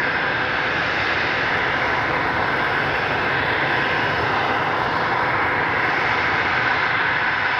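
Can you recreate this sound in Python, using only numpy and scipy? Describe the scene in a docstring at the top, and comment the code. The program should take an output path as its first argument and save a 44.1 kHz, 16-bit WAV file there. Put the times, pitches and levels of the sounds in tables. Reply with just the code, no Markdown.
"""Airfield: a twin-engined jet taxis slowly toward a distant microphone.
Intake ducts, exhaust and fan roar as shaped noise split into registers; one intake resonance howls.
Each engine adds sines locked to its shaft: blade whine, low shaft hum, a geared hum and faint stage tones.
The long path leaves little treble. Level curves and slow chance follow the eddies: sounds swell and fade."""
import sys
import numpy as np
from scipy import signal
from scipy.fft import rfft, irfft, next_fast_len
from scipy.io import wavfile

SR = 44100
rng = np.random.default_rng(int(sys.argv[2]) if len(sys.argv) > 2 else 0)


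def put_to_file(sound):
    """Save the sound as 16-bit audio at rate SR, in the file named by the first command-line argument."""
    columns = np.atleast_2d(sound).T  # one column per channel
    safe = np.clip(columns, -1, 1)
    whole_steps = np.round(safe * 32767)
    wavfile.write(sys.argv[1], SR, whole_steps.astype(np.int16))


N = 334719
PADDED = next_fast_len(N)
HZ = np.maximum(np.arange(PADDED // 2 + 1) * SR / PADDED, 1)

BLADES = 31
GEAR_RATIO = 3.0165
HUM_FADING_DB = 1.5
STOPBAND_EDGE_HZ = 15950

# Low intake humps: start_s, near_770_hz_db, near_1000_hz_db, near_1300_hz_db
DUCT_LOW_LEVELS = [(0.0, -35, -33, -33), (0.4, -30.5, -32.0, -31.0), (0.85, -33.5, -35.5, -30),
                   (1.3, -33, -33.5, -31.0), (1.75, -31.5, -30.5, -29.5), (2.2, -30, -28, -30.5),
                   (2.65, -30.5, -29.5, -30), (3.1, -29.5, -31.5, -31.5), (3.55, -30.5, -29.5, -33),
                   (4.0, -32, -29, -34), (4.45, -26, -29.5, -28), (4.9, -30, -27, -30),
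                   (5.35, -30, -26, -28), (5.8, -31, -28.5, -31.5), (6.25, -29.5, -30, -28.5),
                   (6.7, -31.0, -28.5, -29), (7.15, -33.5, -30.5, -31), (7.59, -32, -30.5, -32)]
# Upper intake humps: start_s, near_1560_hz_db (before its split), shoulder_1720_hz_db, near_2060_hz_db, edge_db
DUCT_UPPER_LEVELS = [(0.0, -26.5, -28.5, -30, -35.5), (0.4, -26.5, -30, -35, -37.5),
                     (0.85, -29, -29.5, -31.5, -34), (1.3, -29, -29.5, -28.5, -35.5),
                     (1.75, -28.5, -28.5, -31, -33), (2.2, -31.5, -32.5, -31.5, -35.5),
                     (2.65, -26, -32, -32.5, -35.5), (3.1, -28.5, -31, -34, -37.5),
                     (3.55, -29, -29, -27.5, -36), (4.0, -28.5, -28.5, -33, -36.0),
                     (4.45, -28.5, -36, -30, -41.5), (4.9, -32, -32.5, -36.5, -39),
                     (5.35, -29, -30.5, -30.5, -33), (5.8, -27.5, -30.5, -28.5, -33.5),
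                     (6.25, -27.5, -31.5, -29.5, -30), (6.7, -25.5, -29, -30, -33),
                     (7.15, -26.5, -28, -29, -34), (7.59, -23.5, -31.5, -31, -32)]
# Intake spectrum: freq_hz, relative_density_db
DUCT_COLOUR = [(665, -25.5), (710, -5.5), (1090, -6), (1125, -12), (1280, -5), (1750, -6), (1800, -4.5),
               (2250, -6), (2340, -11.5), (2500, -31.5)]
# Broad intake resonances: centre_hz, width_hz, above_colour_db (negative: valley)
INTAKE_MODES = [(769, 27, 2.5), (989, 90, 4), (1710, 64, 3.5), (2047, 190, 7), (1885, 76, 5),
                (2603, 160, 3.5), (2860, 120, 2), (3935, 120, -1), (3470, 420, 5), (4240, 140, -2.5),
                (4450, 160, 5), (4860, 200, 3)]
# Wandering centre of the strongest intake resonance: start_s, centre_hz
HOWL_CENTRE = [(0, 1601), (2.4, 1540), (3.5, 1580), (4.6, 1541), (5.5, 1590), (6.4, 1540), (7.59, 1515)]
# Burner and jet pipe: start_s, level_db (before the part offsets)
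EXHAUST_LEVEL = [(0.0, -30.5), (2.05, -28.5), (4.65, -27.5), (5.2, -28), (6.5, -30.5), (7.59, -35)]
# Offsets from that level: low_roar_db, high_roar_db
EXHAUST_PARTS_DB = [-5, -3.5]
# Rumble under the exhaust roar: start_s, depth_db, body_db
RUMBLE_LEVELS = [(0, -49, -38.5), (1.2, -47, -38), (2, -46, -35.5), (2.8, -45, -36), (3.6, -48, -33.5),
                 (4.4, -49, -34.5), (5, -47, -37), (5.8, -50, -36), (6.5, -48.5, -37), (7.59, -52.5, -41.5)]
# Exhaust spectrum: freq_hz, relative_density_db
EXHAUST_COLOUR = [(12, -41), (30, -21), (50, -14), (80, -4.5), (105, -1), (125, 0), (148, -0.5),
                  (162, -10.5), (185, -12), (230, -5.5), (270, -3), (440, -3), (490, -4.5), (560, -5.5),
                  (635, -6), (690, -6), (740, -30.5)]
# Fan hiss: start_s, near_2500_hz_db, near_2900_hz_db, near_3400_hz_db, near_3800_hz_db,
# near_4200_hz_db, near_4700_hz_db, top_edge_db
FAN_LEVELS = [(0.0, -39, -44, -49, -50, -53, -48, -54), (0.04, -36, -42, -43, -47, -50, -46, -56),
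              (0.23, -38, -40, -41, -45.5, -49.5, -49.5, -57.5),
              (0.95, -34.5, -37.5, -41, -40.5, -48, -44, -48),
              (1.27, -34, -36, -41.5, -40.5, -45, -42.5, -50),
              (1.69, -41.5, -37.5, -41, -44.5, -51, -49, -53),
              (1.86, -40, -38.5, -44, -46, -49, -46.5, -50), (2.24, -39, -45, -45, -46, -49, -49.5, -55.5),
              (2.51, -43, -42, -43.5, -46, -48, -49, -55.5),
              (2.96, -36, -39.5, -40.5, -48, -53, -47, -53.5),
              (3.21, -35.5, -40, -44, -45.5, -48, -49, -53.5),
              (3.47, -37, -41, -39, -42, -47, -48.5, -58.5),
              (3.89, -34, -36.5, -39.5, -45, -51, -47, -52.5),
              (4.14, -40.5, -38, -45, -45.5, -48, -46.5, -52), (4.46, -38, -37, -43, -42, -53, -47, -51.5),
              (4.61, -42, -38.5, -46, -47, -56, -50, -54),
              (4.97, -44, -42.5, -43.5, -46, -47, -46.5, -53.5),
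              (5.24, -42.5, -45, -44.5, -48, -50, -51, -56.5),
              (5.58, -40.5, -43, -47, -51, -51, -54, -59.5), (6.07, -37.5, -38, -43, -45, -49, -45, -49.5),
              (6.85, -36.5, -40, -41, -43, -45, -47, -52.5),
              (6.96, -36.5, -40, -39.5, -45.5, -46, -50.5, -57.5),
              (7.38, -37.5, -39.5, -43, -44.5, -50, -49.5, -55), (7.59, -38, -38, -41, -42, -48, -45, -55)]
# Fan spectrum: freq_hz, relative_density_db
FAN_COLOUR = [(2200, -19), (2400, -0.5), (2950, -1), (3150, -6), (4100, -13), (5000, -15.5), (5150, -17),
              (5600, -22.5), (6250, -31.5), (7000, -38.5), (9000, -72)]
# Core shaft speed of each engine: start_s, turns_per_s
SHAFT_A = [(0, 169.6), (1, 169.28), (2.5, 168.5), (3.6, 168.12), (4.2, 168.1), (5.6, 168.3), (7.59, 168.25)]
SHAFT_B = [(0, 167.84), (1.5, 167.68), (3.5, 167.06), (5, 166.97), (6, 166.74), (7.59, 167.12)]
# Blade whine of each engine, before random drift: start_s, level_rms_db
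WHINE_A = [(0.0, -70), (0.45, -64), (0.8, -55), (1.0, -55), (1.25, -52.5), (1.65, -58), (1.85, -53),
           (2.1, -68), (2.3, -62), (2.5, -49), (2.8, -50), (3.2, -52), (3.5, -59), (3.7, -53),
           (3.95, -48.5), (4.25, -50), (4.42, -65), (4.6, -58), (4.8, -63), (5.05, -56), (5.3, -57),
           (5.6, -72), (5.95, -51), (6.2, -51), (6.4, -54.5), (6.6, -52), (6.85, -54), (7.0, -60),
           (7.2, -51), (7.59, -49)]
WHINE_B = [(0.0, -49), (0.35, -52), (0.65, -55.5), (1.0, -50.5), (1.3, -56), (1.8, -57), (2.2, -58),
           (2.6, -70), (3.3, -68), (3.6, -63), (3.95, -64), (4.2, -54), (4.35, -56), (4.58, -70),
           (4.8, -56), (5.2, -53), (5.4, -54), (5.6, -66), (5.8, -57), (6.0, -52), (6.2, -58), (6.4, -67),
           (6.75, -53), (7.0, -58), (7.2, -64), (7.59, -55)]
# Hum of a part geared to each shaft, before drift: start_s, engine_a_rms_db, engine_b_rms_db
GEARED_HUM = [(0, -45, -41), (.9, -45, -41), (1.5, -43, -41.5), (1.95, -43.5, -38.5), (2.5, -46, -41),
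              (3.0, -49, -40), (3.3, -45, -42.5), (3.75, -43, -40), (4.2, -47, -45), (4.5, -54, -42.5),
              (5.1, -47, -38), (5.4, -45.5, -39), (5.8, -50, -42.5), (6.3, -57, -41.5), (6.9, -57, -43),
              (7.2, -62, -42.5), (7.59, -64, -49)]
# Hum of both shafts, before drift: shaft_multiple, engine_a_rms_db, engine_b_rms_db
HUM_ORDERS = [(1, -48.5, -48), (2, -58.5, -47.5)]
# Faint tones of other blade rows, before drift: shaft_multiple, engine_a_rms_db, engine_b_rms_db
STAGE_TONES = [(35.49, -77, -87.5), (38, -92, -81)]
# Faint hiss above the engines, before flicker: start_s, level_db
TREBLE_LEVEL = [(0.0, -73.5), (2.7, -63.5), (5.1, -66), (6.0, -67.5), (7.2, -84), (7.59, -81)]
# Treble spectrum: freq_hz, relative_density_db
TREBLE_COLOUR = [(6800, -15.5), (7600, 0.5), (15000, 0), (17000, 0.5)]
# Scattered sound spectrum: freq_hz, relative_density_db
SCATTER_COLOUR = [(1700, -37.5), (2300, 3.5), (3500, 0), (5000, -13.5), (6500, -37), (8000, -43.5),
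                  (16000, -50.5)]
# Stereo lean: freq_hz, left_minus_right_db
LEAN = [(1800, 0), (2100, -.05), (2750, -.9), (3450, -.95), (4500, -.6), (5900, 0)]


def intake_roar():
    """Intake ducts: noise coloured by broad duct resonances, plus the howl of the strongest one."""
    main_db, *upper_db = in_time(DUCT_UPPER_LEVELS)
    # main hump: split between broad noise and howl
    levels_db = [*in_time(DUCT_LOW_LEVELS), main_db - 5.5, *upper_db]
    joins_hz = [894, 1117, 1459, 1585, 1789, 2120]
    broad = register_noise(DUCT_COLOUR, joins_hz, levels_db, fading_db=0.0, modes=INTAKE_MODES)
    return broad + howl(main_db - 3.0, width_hz=100)


def howl(level_db, width_hz):
    """Strongest intake resonance: narrow-band noise on a carrier at its wandering centre."""
    lowpass = signal.butter(2, width_hz / 2, fs=SR, output="sos")
    in_phase, quadrature = signal.sosfilt(lowpass, rng.standard_normal((2, N)))
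    phase = 2 * np.pi * np.cumsum(in_time(HOWL_CENTRE)[0]) / SR
    return from_db(level_db) * rms_one(in_phase * np.cos(phase) + quadrature * np.sin(phase))


def exhaust_roar():
    """Burner and jet pipe: low-frequency noise, two rumble registers under two roar registers."""
    roar_db = in_time(EXHAUST_LEVEL)[0]
    levels_db = in_time(RUMBLE_LEVELS) + [roar_db + part_db for part_db in EXHAUST_PARTS_DB]
    return register_noise(EXHAUST_COLOUR, [75, 180, 420], levels_db, fading_db=0.4)


def fan_hiss():
    """Fan: high noise with the intake resonances, combed by a ground bounce."""
    joins_hz = [2672, 3100, 3566, 3954, 4326, 5133]
    hiss = register_noise(FAN_COLOUR, joins_hz, in_time(FAN_LEVELS), fading_db=0.15, modes=INTAKE_MODES)
    return ground_echo(hiss, share=.22)


def ground_echo(x, share):
    """Weak bounce off the tarmac; its delay wanders with the air and shifts the bands of colour."""
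    lag_samples = SR * (.0028 + .0003 * drift(.5))
    bounce = np.interp(np.arange(N) - lag_samples, np.arange(N), x)
    return (x + share * bounce) / np.sqrt(1 + share ** 2)


def engine_tones(shaft, whine, engine):
    """One engine: blade rate, geared part, shaft unbalance and other blade rows, locked to the shaft."""
    turns_per_s, whine_db = in_time(shaft)[0], in_time(whine)[0]
    # eddies stretch the path: whine pitch and level blur
    whine_hz = BLADES * turns_per_s * (1 + .00013 * drift(9))
    out = tone(whine_hz, whine_db + 1.6 * drift(10))
    geared_db = in_time(GEARED_HUM)[engine]
    out += tone(GEAR_RATIO * turns_per_s, geared_db + HUM_FADING_DB * drift(4))
    for multiple, *levels_db in HUM_ORDERS:
        out += tone(multiple * turns_per_s, levels_db[engine] + HUM_FADING_DB * drift(2.2))
    for multiple, *levels_db in STAGE_TONES:
        out += tone(multiple * turns_per_s, levels_db[engine] + 3.5 * drift(1.2))
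    return out


def treble_hiss():
    """Faint, nearly flat noise above the engines, with a quick level flicker."""
    level_db = in_time(TREBLE_LEVEL)[0] + 2.0 * drift(25)
    return register_noise(TREBLE_COLOUR, [], [level_db], fading_db=.5)


def scattered_sound():
    """Trace of scattered sound: steady noise, opposite in sign in the two channels."""
    return register_noise(SCATTER_COLOUR, [3800], [-60, -72], fading_db=0.0) * [[1], [-1]]


def register_noise(colour, joins_hz, levels_db, fading_db, modes=()):
    """Coloured noise cut at the joins; each register follows its level plus random fading."""
    shape_db = at_hz(colour, HZ)
    for centre_hz, width_hz, top_db in modes:
        shape_db = shape_db + top_db / (1 + (2 * (HZ - centre_hz) / width_hz) ** 2)
    in_range = (HZ > colour[0][0]) * (HZ < colour[-1][0])
    shaped = rfft(rng.standard_normal(PADDED)) * from_db(shape_db) * in_range
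    # share of each frequency above a join; crossover a few percent wide
    above = [1] + [np.clip(.5 + 12 * np.log(HZ / hz), 0, 1) for hz in joins_hz] + [0]
    out = np.zeros(N)
    for low, high, level_db in zip(above, above[1:], levels_db):
        register = rms_one(irfft(shaped * (low - high), PADDED)[:N])
        out += register * from_db(level_db + fading_db * drift(4.7))
    return out


def tone(hz, level_db):
    """Sine on a pitch curve at a given rms level, random start phase."""
    turns = np.cumsum(hz) / SR + rng.random()
    return np.sqrt(2) * from_db(level_db) * np.sin(2 * np.pi * turns)


def drift(rate_hz):
    """Slow chance: noise at every 40th sample through a double one-pole low-pass; spread 1."""
    pole = np.exp(-2 * np.pi * rate_hz * 40 / SR)
    noise = rng.standard_normal(N // 40 + 3002)
    slow = signal.lfilter([1], [1, -2 * pole, pole ** 2], noise)[3000:]  # drop the run-in
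    return np.interp(np.arange(N) / 40, np.arange(len(slow)), rms_one(slow - slow.mean()))


def in_time(rows):
    """Columns of a curve table, one value per sample."""
    start_s, *columns = np.transpose(rows)
    return [np.interp(np.arange(N) / SR, start_s, column) for column in columns]


def at_hz(points, hz):
    """Spectrum table read on a log-frequency axis."""
    points_hz, points_db = np.transpose(points)
    return np.interp(np.log(hz), np.log(points_hz), points_db)


def from_db(db):
    """Amplitude gain of a level in dB."""
    return 10 ** (np.asarray(db) / 20)


def rms_one(x):
    """Scaled to rms 1."""
    return x / np.sqrt(np.mean(x ** 2) + 1e-20)


def scene():
    """Jet almost straight ahead, upper mids leaning a little right, plus scattered sound."""
    jet = intake_roar() + exhaust_roar() + fan_hiss()
    jet += engine_tones(SHAFT_A, WHINE_A, engine=0) + engine_tones(SHAFT_B, WHINE_B, engine=1)
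    jet += treble_hiss()
    lean = from_db(at_hz(LEAN, HZ) / 2 * np.array([[1], [-1]]))
    pair = irfft(rfft(jet, PADDED) * lean, PADDED)[:, :N]
    return pair + scattered_sound()


def record(dry):
    """Steep low-pass cuts the top; filter state is settled at the first sample."""
    sos = signal.cheby2(14, 70, STOPBAND_EDGE_HZ, fs=SR, output="sos")
    settled = signal.sosfilt_zi(sos)[:, None] * dry[:, :1]
    return signal.sosfilt(sos, dry, zi=settled)[0]


dry = scene()
out = record(dry)
put_to_file(out)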